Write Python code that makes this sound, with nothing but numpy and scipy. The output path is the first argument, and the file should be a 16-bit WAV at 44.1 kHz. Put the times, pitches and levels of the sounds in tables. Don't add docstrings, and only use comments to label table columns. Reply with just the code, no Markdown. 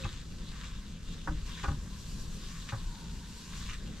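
import sys
import numpy as np
from scipy import signal
from scipy.fft import rfft, irfft, next_fast_len
from scipy.io import wavfile
from scipy.ndimage import map_coordinates

SR = 44100
rng = np.random.default_rng(int(sys.argv[2]) if len(sys.argv) > 2 else 0)


def master(y):
    cut = np.clip(np.atleast_2d(y).T, -1, 1)
    pcm = np.round(cut * 32767)
    wavfile.write(sys.argv[1], SR, pcm.astype(np.int16))


N = 176400
TIME = np.arange(N) / SR


def amp(db):
    return 10 ** (np.asarray(db) / 20)


def unit(x):
    return x / np.sqrt(np.mean(x ** 2) + 1e-20)


def response(points):
    hz, db = np.transpose(points)
    return lambda f: amp(np.interp(np.log(f + 1), np.log(hz + 1), db))


def envelope(points):
    return amp(np.interp(TIME, *np.transpose(points)))


def wobble(knots_per_s):
    return map_coordinates(rng.standard_normal(1000), [TIME * knots_per_s], mode="wrap")


def filtered(x, gain):
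    size = next_fast_len(N + SR // 2)
    return irfft(rfft(x, size) * gain(np.fft.rfftfreq(size, 1 / SR)), size)[..., :N]


def convolved(x, impulse):
    energy = np.mean(np.sum(impulse ** 2, axis=-1))
    return signal.fftconvolve(x, np.atleast_2d(impulse / np.sqrt(energy)), axes=1)[:, :N]


def minimum_phase(gain, size=4096):
    cepstrum = irfft(np.log(np.maximum(gain(np.fft.rfftfreq(size, 1 / SR)), 1e-6)))
    cepstrum[1:size // 2] *= 2
    cepstrum[size // 2 + 1:] = 0
    return irfft(np.exp(rfft(cepstrum)))


def noise():
    return rng.standard_normal((2, N))


def pops(per_s, spread_db):
    size = amp(spread_db * np.minimum(rng.exponential(size=N), 5))
    return unit((rng.random(N) < per_s / SR) * size * rng.choice([-1, 1], (2, N)))


def pressure(contacts, t60_s):
    return sum((TIME >= start) * amp(db - 60 * np.maximum(TIME - start - hold, 0) / t60_s)
               for start, db, hold in contacts)


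def clumped(x, depth_db, clump_hz=900, clumps_per_s=24):
    hz, t, spectra = signal.stft(x, SR, nperseg=256)
    grid = np.meshgrid(hz / clump_hz, t * clumps_per_s, indexing="ij")
    swell = map_coordinates(rng.standard_normal((len(hz), len(t))), grid)
    return signal.istft(spectra * amp(depth_db * swell), nperseg=256)[1][:, :N]


def in_pot(x, colour, cavity_db=-8, echo_db=-11, echo_t60_s=.03):
    # (frequency [Hz], bandwidth [Hz], level [dB])
    air_modes = [(1720, 450, -1), (2740, 350, -2), (3850, 480, -4), (6540, 200, -1), (7090, 150, -1),
                 (7680, 300, 2)]
    peaks = lambda f: sum(amp(db) / (1 + (2 * (f - hz) / width) ** 2) for hz, width, db in air_modes)
    t = np.arange(SR // 20) / SR
    echoes = rng.standard_normal((2, len(t))) * amp(-60 * t / echo_t60_s)
    echoes *= amp(echo_db) / np.linalg.norm(echoes[0])
    direct = minimum_phase(lambda f: response(colour)(f) * (1 + amp(cavity_db) * peaks(f)))
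    return convolved(x, signal.fftconvolve(direct[None], echoes + (t == 0), axes=1))


def pasta(slide_db=-2.5, crackle_db=-1):
    # (time [s], level [dB])
    stirring = [(0, -51), (.18, -54.5), (.28, -65), (.54, -53.5), (.66, -52.5), (.76, -59.5), (1.04, -61.5),
                (1.11, -53.5), (1.26, -58.5), (1.45, -59), (1.465, -53.5), (1.62, -52), (1.8, -63),
                (2.35, -63.5), (2.44, -56), (2.67, -55), (2.8, -58.5), (3.42, -60.5), (3.55, -53.5),
                (3.735, -52.5), (3.765, -61.5), (4, -57.5)]
    # (frequency [Hz], gain [dB])
    colour = [(300, -16), (780, -13.5), (1150, -1), (2250, -3), (3700, 1), (4400, -5), (7500, -10),
              (9000, -24), (15000, -35.5)]
    wet = amp(slide_db) * noise() + amp(crackle_db) * pops(per_s=1300, spread_db=3)
    return in_pot(clumped(wet, depth_db=2.4) * envelope(stirring), colour)


def sizzle(hiss_db=-3, fizz_db=-7, spit_db=-5.5, spit_hz=7900):
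    # (time [s], level [dB])
    boiling = [(0, -56), (.25, -59.5), (.62, -59), (1.04, -61), (1.13, -59), (1.44, -58.5), (1.465, -54.5),
               (1.72, -57), (2.15, -53), (2.6, -53.5), (2.78, -56), (3.25, -56), (3.58, -52.5),
               (3.8, -57.5)]
    # (frequency [Hz], gain [dB])
    colour = [(600, -24), (2300, -4.5), (3700, -0.5), (4900, 2), (7750, -2), (9000, -10), (13500, -19),
              (15600, -45)]
    heat = envelope(boiling) * amp(wobble(18))
    bubbles = lambda: pops(per_s=5700, spread_db=2)
    fizz = clumped(amp(hiss_db) * noise() + amp(fizz_db) * bubbles(), depth_db=1.2)
    treble = unit(filtered(bubbles(), lambda f: f ** 4 / (f ** 4 + spit_hz ** 4)))
    spit = amp(spit_db) * unit(heat ** .38) * treble
    return in_pot(heat * (fizz + spit), colour)


def rumble_and_drone(rumble_trim_db=-1, drone_db=-49):
    # (time [s], level [dB])
    swells = [(0, -40.5), (.8, -42), (1.0, -44.5), (1.1, -37), (1.24, -46), (1.32, -36.5), (1.55, -41),
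              (1.75, -35), (2.0, -43.5), (2.22, -37), (2.5, -43), (2.89, -40), (2.97, -49), (3.05, -38),
              (3.45, -47), (3.66, -38.5), (4, -42.5)]
    # (frequency [Hz], gain [dB])
    rumble_colour = [(12, -9), (26, 2), (62, -4), (80, -10), (102, -8), (125, -13.5), (300, -77)]
    # (frequency [Hz], gain [dB])
    drone_colour = [(80, -33), (155, 3), (205, -1.5), (275, -11.5), (350, -17), (500, -19), (680, -29),
                    (1500, -29.5), (6000, -86)]
    swell = envelope(swells)
    rumble = unit(filtered(noise(), response(rumble_colour)))
    drone = unit(filtered(noise(), response(drone_colour)))
    drone *= amp(drone_db + 1.47 * wobble(8)) * unit(swell ** .25)
    return amp(rumble_trim_db) * swell * rumble + drone


def squeaks():
    # (time [s], level [dB], hold [s], frequency [Hz])
    touches = [(0.001, -49, 0.057, 531), (0.037, -40.5, 0.002, 2580), (1.281, -41, 0.013, 1547),
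               (1.647, -41.5, 0.02, 1465)]
    tone = sum(np.sin(2 * np.pi * hz * TIME + .5 * wobble(46)) * pressure([contact], t60_s=.045)
               for *contact, hz in touches)
    return np.array([tone, np.zeros(N)])


def scrapes():
    # (time [s], level [dB], hold [s])
    strokes = [(0.0446, -44.5, 0.002), (0.635, -52, 0.029), (1.636, -44, 0.0059), (1.679, -50.5, 0.012),
               (2.69, -42.5, 0.0094), (3.69, -45, 0.019), (3.732, -47, 0.0083)]
    # (frequency [Hz], gain [dB])
    colour = [(500, -24), (1200, 4), (2900, 3.5), (7500, -10), (15000, -47)]
    grit = unit(pops(per_s=1000, spread_db=3) + .5 * noise())
    for start, _, _ in strokes:
        grit[:, int(start * SR) + 1] += 10
    return in_pot(grit * pressure(strokes, t60_s=.05), colour)


def thuds(attack_s=.0018, t60_s=.15, overtone_ratio=1.9, overtone_db=-15):
    # (time [s], level [dB], frequency [Hz])
    low_tones = [(0.045, -26.5, 100), (0.052, -41.5, 335), (1.294, -24.5, 43.7), (1.306, -35, 301),
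                 (1.313, -31, 164.3), (1.348, -25.5, 46.2), (1.683, -20.5, 75.3), (1.707, -26.5, 146.4),
                 (2.729, -25, 111)]
    mid = np.zeros(N)
    for start, db, hz in low_tones:
        t = np.maximum(TIME - start, 0)
        phase = 2 * np.pi * hz * t
        tone = np.sin(phase) + amp(overtone_db) * np.sin(overtone_ratio * phase)
        mid += amp(db - 60 * t / t60_s) * (1 - np.exp(-t / attack_s)) * tone
    return np.array([mid, np.zeros(N)])


def chatter(slips_per_s=380, release_t60_s=.045, friction_db=-3, ring_db=-5.5, body_db=-2):
    # (time [s], level [dB], hold [s])
    knocks = [(.051, -42.5, 0.007), (1.2745, -34, 0.0084), (1.639, -37, 0.015), (1.682, -38, 0.0084),
              (1.708, -50, 0.016), (2.723, -41, 0.02)]
    # (frequency [Hz], level [dB])
    modes = [(302, -6), (524, -8), (590, -12), (710, -12), (825, -6), (1065, -5), (1180, -10), (1327, -8),
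             (1476, -4)]
    # (frequency [Hz], gain [dB])
    colour = [(100, -17), (300, -1), (650, -8), (1100, 1.5), (1550, -5), (1950, -14), (3800, -54)]
    lowest_t60_s, attack_s = .115, .0005
    slips = np.zeros((2, N))
    for start, db, hold in knocks:
        gaps = np.exp(.35 * rng.standard_normal(size=14)) / slips_per_s
        delays = np.cumsum(gaps) - gaps[0]
        size = amp(db - 60 * np.maximum(delays - hold, 0) / release_t60_s) * np.sqrt(SR / slips_per_s)
        slips[:, ((start + delays) * SR).astype(int)] += size
    slips[1] *= rng.choice([-1, 1], N)
    force = slips + amp(friction_db) * noise() * pressure(knocks, release_t60_s)
    t = np.arange(SR // 3) / SR
    ring = np.zeros(len(t))
    for k, (hz, db) in enumerate(modes):
        t60_s = lowest_t60_s * np.sqrt(modes[0][0] / hz)
        ring += (-1) ** k * amp(db - 60 * t / t60_s) * np.sin(2 * np.pi * hz * t)
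    ring *= 1 - np.exp(-(t / attack_s) ** 2)
    body = minimum_phase(response(colour))
    return amp(ring_db) * convolved(force, ring) + amp(body_db) * convolved(force, body)


def cabin(x, reverb_db=-8, t60_s=.14, delay_s=.004):
    t = np.arange(SR // 3) / SR
    tail = rng.standard_normal((2, len(t))) * amp(-60 * t / t60_s) * (t > delay_s)
    return amp(reverb_db) * convolved(x[:1], tail)


def hollow_note(width_hz=170, upper_ratio=1.55, upper_db=-6.5):
    # (time [s], frequency [Hz], level [dB])
    glide = [(.3, 992, -76), (0.659, 1079, -60.5), (.95, 1001, -75.5), (1.439, 1050, -76),
             (1.48, 1023, -59.5), (2.15, 1046, -67.5), (2.65, 1123, -63), (2.95, 930, -60.5),
             (3.249, 959.5, -66), (3.62, 1062, -60), (3.85, 1080, -73)]
    t, hz, db = np.transpose(glide)
    phase = 2 * np.pi * np.cumsum(np.interp(TIME, t, hz)) / SR
    drift = lambda: filtered(noise(), lambda f: 1 / (1 + (2 * f / width_hz) ** 2))
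    band = lambda angle: unit(drift() * np.cos(angle) + drift() * np.sin(angle))
    return envelope(np.c_[t, db]) * (band(phase) + amp(upper_db) * band(upper_ratio * phase))


def scene(right_lead_s=.000022):
    # (frequency [Hz], side gain [dB])
    width = [(50, -29), (200, -11), (600, -9.5), (4000, -6), (12000, 1)]
    # (frequency [Hz], left over right [dB])
    balance = [(125, 1.56), (250, -0.5), (2000, 1.5), (12000, 0.5)]
    spoon = chatter() + scrapes() + squeaks()
    mid, side = spoon + cabin(spoon) + thuds() + pasta() + hollow_note() + sizzle() + rumble_and_drone()
    side = filtered(side, response(width))
    share = np.array([[.5], [-.5]])
    pan = lambda f: response(balance)(f) ** share * np.exp(-2j * np.pi * f * share * right_lead_s)
    return filtered(np.array([mid + side, mid - side]), pan)


def record(dry, cutoff_hz=15600):
    return filtered(dry, lambda f: f < cutoff_hz)


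dry = scene()
out = record(dry)
master(out)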